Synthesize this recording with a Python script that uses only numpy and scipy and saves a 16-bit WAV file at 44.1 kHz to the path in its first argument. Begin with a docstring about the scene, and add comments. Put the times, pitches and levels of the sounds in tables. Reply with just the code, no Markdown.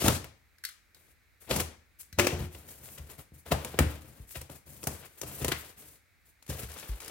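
"""Opening a cardboard box

In a small workshop, close by, a utility knife slits the tape at both ends of a box, clicks in the
hand and is dropped on the wooden bench. The last tape snaps as the flaps are pulled up. Sliding
hands hiss and scrape, creases crack as fibres break, and each push makes the hollow box thump.
Near the end, plastic packing crinkles inside."""
import sys
import numpy as np
from scipy import signal
from scipy.fft import rfft, irfft, next_fast_len
from scipy.io import wavfile
from scipy.ndimage import uniform_filter1d

SR = 44100
rng = np.random.default_rng(int(sys.argv[2]) if len(sys.argv) > 2 else 0)


def int16_out(signal):
    """Quantize to a 16-bit WAV file."""
    q = np.round(np.clip(np.atleast_2d(signal).T, -1, 1) * 32767)
    wavfile.write(sys.argv[1], SR, q.astype(np.int16))


N = 313110

# Levels in the tables are relative: the functions add their own gains.
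# Blade pulls. Each row: start and length in seconds, board rasp in dB, tape rip in dB.
BLADE_PULLS = [(-.005, 0.17, -41, -35), (.035, 0.044, -26, -38.5), (1.488, .13, -31.5, -38.5)]
# Tape and creases snapping. Each row: time in seconds, level, brightness and hardness in dB,
# fade time in seconds.
BOX_SNAPS = [(0.02, -39.5, -6, 1, .0027), (0.062, -31, -4.5, -2.5, 0.0038), (0.0823, -22.5, -2, 1, .002),
             (0.244, -48, -0.5, 2.5, 0.00057), (1.5118, -32.5, -4.5, 7, .004),
             (1.564, -33.5, 2.5, 0, 0.0048), (1.602, -33.5, 3.5, 3, .005), (2.55, -53, -3.5, 5, .0024),
             (2.982, -52, 2.5, 3.5, .006), (3.464, -51, -3.5, -1, .0025), (3.5202, -26.5, -6, 0.5, 0.005),
             (3.648, -39, 1, 1, 0.00078), (3.743, -52.5, -14.5, -2, .006), (3.79, -23, -2, 3.5, .0007),
             (4.358, -45, -2, 6, 0.0081), (4.415, -46.5, 2, -1.5, .0028), (4.499, -48.5, -5, -3.5, 0.0028),
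             (4.831, -48, -0.5, -0.5, 0.0019), (4.8395, -42.5, 1.5, -3, 0.00056),
             (4.872, -31, 0.5, -4.5, 0.0015), (5.2157, -41.5, 5, 0, 0.0014), (5.235, -43, -5, -4, .0045),
             (5.422, -40.5, -2.5, -2, 0.017), (5.447, -30, -1.5, -0.5, 0.0019),
             (5.4818, -33, 0, -1, 0.00073), (5.488, -37.5, 0, 0.5, .002), (5.5202, -33.5, 0, 9.5, 0.0029),
             (6.5, -44, 3.5, -3, 0.0097), (6.593, -46.5, -1, 2, 0.0067)]
# Pushes on the box. Each row: time in seconds, level in dB, push length in seconds, pitch ratio.
BOX_PUSHES = [(.044, -25, 0.00083, 1), (0.078, -27, .0011, 1), (1.565, -33.5, 0.00064, 1.1),
              (2.128, -46, 0.01, 1.1), (2.18, -32, 0.011, 1.24), (2.33, -32, 0.0034, 1.15),
              (2.406, -32, 0.0033, 1.08), (2.997, -41.5, 0.028, .99), (3.32, -51, 0.0016, 1.03),
              (3.806, -20.5, 0.0014, 1), (4.2, -43.5, 0.0084, 0.79), (4.368, -41.5, 0.017, .99),
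              (5.418, -34, 0.0066, 1), (6.493, -35.5, .0025, 1), (6.631, -37.5, 0.0056, 0.92),
              (6.892, -23.5, 0.06, .72)]
# Hands and flaps sliding. Each row: start and length in seconds, then hiss, scrape and rumble in dB.
SLIDES = [(.17, 0.064, -75, -68, -55.5), (.94, 0.18, -70, -75.5, -67), (1.4, 0.069, -60, -63, -75),
          (1.462, .03, -72, -53, -53), (1.63, 0.11, -77, -62, -54), (1.985, 0.031, -50, -76.5, -62.5),
          (2.38, .07, -53.5, -49.5, -38), (2.5, .65, -61, -65.5, -51), (2.675, 0.023, -48, -66, -63),
          (2.825, 0.12, -56, -67, -73), (3.085, 0.032, -57, -53, -63), (3.175, 0.019, -45.5, -52.5, -39.5),
          (3.325, 0.08, -64, -76, -60), (3.45, 0.1, -55.5, -56.5, -49), (3.57, 0.34, -58, -51.5, -48.5),
          (3.88, 0.099, -58.5, -53.5, -40), (4, 0.24, -62.5, -69, -51), (4.27, 0.11, -52, -83, -64),
          (4.5, 0.066, -52.5, -59, -48.5), (4.655, 0.245, -58.5, -72, -50),
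          (4.89, .17, -54.5, -54.5, -49.5), (5.09, 0.081, -66, -71, -70),
          (5.168, 0.032, -51.5, -59.5, -69.5), (5.255, .18, -49.5, -51.5, -44),
          (5.54, 0.17, -54.5, -56.5, -58), (5.76, 0.2, -57.5, -63, -59), (6.245, 0.048, -66, -79, -67),
          (6.485, .16, -48, -48, -44.5), (6.68, 0.3, -56, -53.5, -54.5), (7.005, 0.17, -61, -52, -63)]
# Where the sliding hand is. Each row: time in seconds, left minus right in dB.
HAND_POSITION = [(0, -2), (1.6, 7.5), (2., 6), (2.5, -0.5), (3.2, 3.5), (3.8, -3.5), (4.3, 7.5), (4.6, 4.5),
                 (5.3, 0.5), (7.1, 1)]
# The knife clicking. Each row: time in seconds, level in dB.
KNIFE_CLICKS = [(0.584, -60), (.639, -37), (0.6511, -32), (0.667, -56), (0.689, -43.5), (.947, -54.5),
                (2.128, -46)]
# The knife landing. Each row: time in seconds, wood level in dB, metal level in dB, fade in seconds.
KNIFE_BOUNCES = [(2.1877, -22.5, -30.5, 0.0012), (2.191, -23.5, -30.5, .003), (2.1971, -19.5, -21, 0.0056),
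                 (2.249, -27.5, -37, 0.0084), (2.27, -20.5, -25.5, 0.0029), (2.327, -32.5, -47, 0.049)]
# Plastic creases popping. Each row: time in seconds, level in dB.
PLASTIC_POPS = [(6.426, -58.5), (6.466, -59), (6.48, -58), (6.74, -55), (6.823, -59), (7.004, -48),
                (7.02, -55), (7.081, -45)]
# Plastic shifting. Each row: start and length in seconds, level in dB.
PLASTIC_RUSTLES = [(6.6, 0.33, -55), (6.77, 0.029, -47), (6.995, .12, -51)]

# The notes each object rings with. Each row: pitch in Hz, level in dB, seconds to fade by 60 dB.
BOX_NOTES = [(75.45, 2.5, 0.37), (89.8, -4.5, 0.37), (121.6, 2.5, 0.2), (142.9, 1, 0.23), (198, -4, 0.22),
             (247.6, -5, 0.12), (297, -10, 0.31), (438, -16.5, 0.24), (520, -9.5, 0.23)]
FLAP_NOTES = [(520, 0.5, 0.09), (620, -6, 0.061), (977, -1, 0.1), (1296, 0.5, .06), (1850, -9, 0.11),
              (2670, -3, 0.038)]
KNIFE_NOTES = [(1617, -5.5, .1), (1980, 0, 0.19), (2030, -9, .14), (2310, -9, 0.18), (3980, 1, 0.2),
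               (4300, 2, 0.14), (5110, -2.5, .12), (9600, -2.5, .12), (11100, 4.5, 0.13), (11400, -2, .12),
               (12100, 2.5, 0.087)]
BENCH_NOTES = [(248, -8.5, 0.076), (322, 1.5, 0.089), (358, -3.5, 0.65), (414, -12.5, 0.28),
               (550, -15, 0.18), (573, -2.5, 0.21), (685, -17.5, 0.17), (1030, -14, .1), (1230, -10, 0.073)]

# The tone of each noise, from bass to treble. Each row: frequency in Hz, level in dB.
ROOM_TONE = [(15, -37), (25, -0.5), (82, 4), (134, -11.5), (344, -16.5), (1040, -21.5), (1290, -16),
             (2050, -11.5), (2220, -10), (3080, -25.5), (3920, -21), (5140, -26), (10400, -28.5),
             (11900, -27.5), (16000, -26.5)]
KNOCK_TONE = [(60, -27.5), (150, -3), (330, -0.5), (520, 0), (750, -5.5), (1100, -11.5), (1800, -17.5),
              (4000, -39.5)]  # cardboard or wood
RIP_TONE = [(500, -2.5), (1200, -0.5), (2400, 1.5), (3500, -1.5), (6000, -4), (9500, 0.5), (13000, -1),
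            (16000, -17)]  # tape, fibres and plastic
CRACK_TONE = [(400, -23), (900, -2.5), (1400, -1), (2000, -0.5), (2700, -1), (3500, -4.5), (5000, -11.5),
              (8000, -7), (16000, -34.5)]  # the hard middle of a snap
FIZZ_TONE = [(1500, -30.5), (3500, -13), (5500, 6.5), (8000, 8), (12000, 5.5), (16000, -4.5)]  # the treble of fibres and plastic
SKIN_TONE = [(500, -33), (1500, -13), (3000, -10.5), (5500, -13.5), (8000, -0.5), (11000, 1.5), (14000, 2),
             (16000, -6)]
SCRAPE_TONE = [(100, -11.5), (220, -6), (450, 3.5), (800, -4.5), (1300, -5.5), (2200, -7), (4000, -12),
               (8000, -30.5), (16000, -49)]
CLICK_TONE = [(700, -46), (1250, -20.5), (1500, 12.5), (2000, -1), (3100, -16), (4400, 4), (6000, -4),
              (8200, -16), (11500, 4.5), (13500, -7.5), (16000, -11.5)]  # the knife in the hand
RATTLE_TONE = [(300, -13), (700, 1), (1200, -3), (2000, -1.5), (2700, 2), (3400, -14.5), (6000, -8.5),
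               (10000, -14.5), (16000, -18)]  # the blade as the knife lands

# The workshop's echo. Each row: frequency in Hz, nearby reflections in dB, room echo in dB,
# seconds to fade by 60 dB, likeness of left and right from 0 to 1.
ROOM_ECHO = [(80, -15.5, -15, 0.47, 1), (300, -7, -7.5, 0.4, 0.7), (900, -9, -6, 0.41, 0),
             (2500, -4, -5, 0.4, 0.03), (6200, 2, -3, 0.38, 0), (14000, 1, -3.5, 0.22, 0)]
# The lean to the left. Each row: frequency in Hz, left minus right in dB.
LEFT_LEAN = [(60, 1), (250, 2.5), (600, 3.5), (1200, 6.5), (2800, 8), (5000, 6.5), (8000, 4), (14000, 0)]

TIME = np.arange(N) / SR
HIT_TIME = TIME[:16384]  # the clock for one short sound, or "hit"
LEAD_S = 0.025  # time allowed for a hit to build up
HIT_AGE = HIT_TIME - LEAD_S


def gain(db):
    """Turn decibels into a number to multiply by."""
    return 10 ** (np.asarray(db) / 20)


def unit(x):
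    """Scale a sound to an average (rms) level of 1."""
    return x / np.sqrt(np.mean(x ** 2))


def at_level(x, db, window_s=0.008):
    """Scale a hit so that its loudest moment has this rms level."""
    power = uniform_filter1d(x ** 2, int(window_s * SR), mode="constant")
    return x * gain(db) / np.sqrt(power.max())


def look_up(points, hz, column=1):
    """Read a table at any frequency, blending between rows on a pitch scale."""
    table = np.array(points, float)
    return np.interp(np.log(hz + 1), np.log(table[:, 0]), table[:, column])


def colour(x, tone, size=4096):
    """Filter a sound to give it the tone in a table."""
    log_gain = np.log(gain(look_up(tone, np.fft.rfftfreq(size, 1 / SR))))
    cepstrum = np.fft.irfft(log_gain)
    # Fold the second half onto the first, so the filter never sounds before its input.
    cepstrum[1:size // 2] *= 2
    cepstrum[size // 2 + 1:] = 0
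    response = irfft(np.exp(rfft(cepstrum)))[:size // 2]
    return signal.fftconvolve(x, response)[:len(x)]


def add(track, when, hit):
    """Mix in a hit so that its build-up ends at the given time."""
    start = int((when - LEAD_S) * SR)
    hit = hit[max(-start, 0):max(N - start, 0)]
    start = max(start, 0)
    track[start:start + len(hit)] += hit


def ring(force, notes, pitch=1):
    """A force sets fading notes ringing. Pitched down, as in a slack box, they die sooner."""
    hold = min(pitch, 1) ** 3
    response = sum(gain(db - 60 * HIT_TIME / (fade * hold)) * np.cos(2 * np.pi * hz * pitch * HIT_TIME)
                   for hz, db, fade in notes)
    return signal.fftconvolve(force, response)[:len(force)]


def grains(per_second, spread_db, size=N):
    """Tiny slips and breaks at random moments, a few much larger than the rest."""
    strength = gain(spread_db * np.minimum(rng.exponential(size=size), 4))
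    happens = rng.random(size) < per_second / SR
    return unit(happens * strength * rng.choice([-1, 1], size))


def burst(fade_s):
    """A quick run of tiny breaks or knocks that builds up, peaks and dies out."""
    from_peak = np.where(HIT_AGE < 0, -HIT_AGE / 0.74, HIT_AGE)
    return grains(12000, 3, size=len(HIT_AGE)) * np.exp(-from_peak / fade_s)


def flutter(fade_s):
    """The uneven shaking that follows a blow."""
    return rng.standard_normal(len(HIT_AGE)) * (HIT_AGE > 0) * np.exp(-np.abs(HIT_AGE) / fade_s)


def push(length_s):
    """One smooth pulse of force; longer sounds softer."""
    age = np.maximum(HIT_AGE, 0) / (length_s / 4)
    return age * np.exp(-age)


def waver(per_second, depth_db):
    """A volume that wanders at random."""
    steps = rng.standard_normal(4096)
    return gain(depth_db * np.interp(TIME * per_second, np.arange(len(steps)), steps))


def movements(table, column, attack_s=0.017, release_s=0.016, sag_db=4.5):
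    """The volume of hand movements: each gets going, eases off and coasts to a stop."""
    volume = np.zeros(N)
    for row in table:
        start, length = row[:2]
        span = slice(*np.searchsorted(TIME, [start, start + length + 10 * release_s]))
        age = TIME[span] - start
        edges = np.minimum(age / attack_s, 1) * np.exp(-np.maximum(age - length, 0) / release_s)
        volume[span] += edges * gain(row[column] - sag_db * np.minimum(age / length, 1))
    return volume


def room_noise():
    """A faint, steady background with some hiss, partly shared by both sides."""
    shared, left, right = (unit(colour(rng.standard_normal(N), ROOM_TONE)) for _ in range(3))
    return gain(-64.5) * (0.5 * shared + 0.64 * np.array([left, right]))


def knife_cuts(stop_s=0.0086):
    """The blade jerks through tape and fibres; the panel under it rasps and booms."""
    tearing = grains(9000, 1.8) * unit(waver(220, 0.99))
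    rasp = gain(-6) * unit(colour(tearing, KNOCK_TONE))
    boom = gain(-3.5) * unit(ring(tearing, BOX_NOTES))
    rip = gain(-1) * unit(colour(tearing, RIP_TONE))
    board_volume, tape_volume = (movements(BLADE_PULLS, column, release_s=stop_s) for column in (2, 3))
    return board_volume * (rasp + boom) + tape_volume * rip


def snaps():
    """Breaking tape or fibres crack and fizz, knock the panel and ring the flap and the box."""
    out = np.zeros(N)
    for when, db, bright_db, hard_db, fade_s in BOX_SNAPS:
        force = burst(fade_s)
        shaking = force + gain(-13) * flutter(0.018)
        knock = at_level(colour(shaking, KNOCK_TONE), db - bright_db - 1.44)
        crack = at_level(colour(force, CRACK_TONE), db + hard_db - 4)
        fizz = at_level(colour(force, FIZZ_TONE), db + bright_db - 0.5)
        pitch = 1 + 0.04 * rng.standard_normal()  # shifts with the place that cracks
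        flap = at_level(ring(force, FLAP_NOTES, pitch), db + hard_db - 11)
        add(out, when, knock + crack + fizz + flap)
        boom = at_level(ring(push(0.003), BOX_NOTES), db - bright_db - 3.5)
        add(out, when + 0.004, boom)  # the panel springs back
    return out


def thumps():
    """Palms and flaps push the hollow box; its pitch depends on the grip and how open it is."""
    out = np.zeros(N)
    for when, db, length_s, pitch in BOX_PUSHES:
        add(out, when, at_level(ring(push(length_s), BOX_NOTES, pitch), db + 3))
    return out


def sliding():
    """Skin hisses over the board and loose fibres tick; flaps catch and slip, shaking the box."""
    hiss = gain(0.5) * unit(colour(grains(20000, 1.1), SKIN_TONE)) * waver(70, 3.7)
    ticks = gain(-10) * unit(colour(grains(per_second=64, spread_db=3.4), RIP_TONE))
    slips = grains(5000, 4.3) * waver(60, 3)
    scrape = gain(0.5) * unit(colour(slips, SCRAPE_TONE))
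    rumble = gain(-4.5) * unit(ring(grains(1500, 2.7), BOX_NOTES))
    skin, grip, shake = (movements(SLIDES, column) for column in (2, 3, 4))
    rubbing = skin * (hiss + ticks) + grip * scrape + shake * rumble
    pan_db = np.interp(TIME, *np.array(HAND_POSITION).T)
    return rubbing * gain(np.array([pan_db, -pan_db]) / 2)


def knife_clicks():
    """The metal knife clicks as the hand moves it."""
    out = np.zeros(N)
    for when, db in KNIFE_CLICKS:
        force = burst(0.0009) + gain(-23) * flutter(0.0056)
        add(out, when, at_level(colour(force, CLICK_TONE), db - 4.5))
    return out


def knife_ring():
    """The knife's metal shell rings after each click; the grip shifts its pitch a little."""
    out = np.zeros(N)
    for when, db in KNIFE_CLICKS:
        force = burst(0.00027)
        pitch = 1 + 0.018 * rng.standard_normal()
        add(out, when, at_level(ring(force, KNIFE_NOTES, pitch), db - 11))
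    return out


def knife_drop():
    """The knife lands and rocks on the wooden bench with its blade rattling."""
    out = np.zeros(N)
    for when, wood_db, metal_db, fade_s in KNIFE_BOUNCES:
        force = burst(fade_s) + gain(-15.5) * flutter(0.028)
        wood = at_level(colour(force, KNOCK_TONE), wood_db - 4.5)
        metal = at_level(colour(force, RATTLE_TONE), metal_db)
        add(out, when, wood + metal)
    return out


def bench_ring():
    """The knife's first landing sets the bench top ringing."""
    out = np.zeros(N)
    when, wood_db, _, _ = KNIFE_BOUNCES[0]
    add(out, when, at_level(ring(push(0.00072), BENCH_NOTES), wood_db + 1.5))
    return out


def plastic():
    """Thin film crinkles and ticks as the inner flaps lift; larger creases pop one by one."""
    crinkle = unit(colour(grains(2300, 4.8), RIP_TONE))
    ticks = gain(-0.5) * unit(colour(grains(per_second=88, spread_db=3.3), FIZZ_TONE))
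    out = gain(-3.5) * (crinkle + ticks) * movements(PLASTIC_RUSTLES, column=2)
    for when, db in PLASTIC_POPS:
        add(out, when, at_level(colour(burst(0.0017), RIP_TONE), db + 1.5))
    return out


def linger(power, seconds):
    """Let energy leak away; more seconds make it last longer."""
    keep = np.exp(-1 / (seconds * SR))
    return signal.lfilter([1 - keep], [1, -keep], power)


def workshop(x, bands=13):
    """Add the echo: sound scatters off box and bench, then lingers in the room as fading noise."""
    size = next_fast_len(N + 4096)
    log_hz = np.log(np.fft.rfftfreq(size, 1 / SR) + 1)
    centres = np.geomspace(60, 15000, bands)
    source = rfft(x.mean(axis=0), size)
    noise = rfft(rng.standard_normal((3, size)))
    likeness = look_up(ROOM_ECHO, np.exp(log_hz), column=4)
    sides = np.sqrt(likeness) * noise[0] + np.sqrt(1 - likeness) * noise[1:]
    out = x.copy()
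    for hz, this_band in zip(centres, np.eye(bands)):
        near_db, room_db, fade_s = (look_up(ROOM_ECHO, hz, column) for column in (1, 2, 3))
        share = np.interp(log_hz, np.log(centres), this_band)
        power = irfft(source * np.sqrt(share), size)[:N] ** 2
        near = gain(2 * near_db) * linger(power, 0.002 + 0.5 / hz)
        tail = gain(2 * room_db) * linger(linger(power, 0.0022), fade_s / (2 * np.log(1000)))
        band_noise = irfft(sides * share, size)[:, :N]
        out += np.sqrt((near + tail) / share.mean()) * band_noise
    return out


def scene():
    """The box is opened a little to the left of the microphone."""
    direct = knife_cuts() + sliding() + snaps() + thumps() + knife_clicks() + knife_drop() + plastic()
    left, right = workshop(direct) + knife_ring() + bench_ring()
    left = colour(left, [(hz, db / 2) for hz, db in LEFT_LEAN])
    right = colour(right, [(hz, -db / 2) for hz, db in LEFT_LEAN])
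    right = np.roll(right, shift=3)  # reaches the right side 3 samples later
    return np.array([left, right]) + room_noise()


def record(dry):
    """Drop the deepest bass and cut the highest treble."""
    bass_cut = signal.butter(6, 42, "high", fs=SR, output="sos")
    treble_cut = signal.ellip(10, 0.1, 80, 16000, fs=SR, output="sos")
    return signal.sosfilt(treble_cut, signal.sosfilt(bass_cut, dry))


dry = scene()
out = record(dry)
int16_out(out)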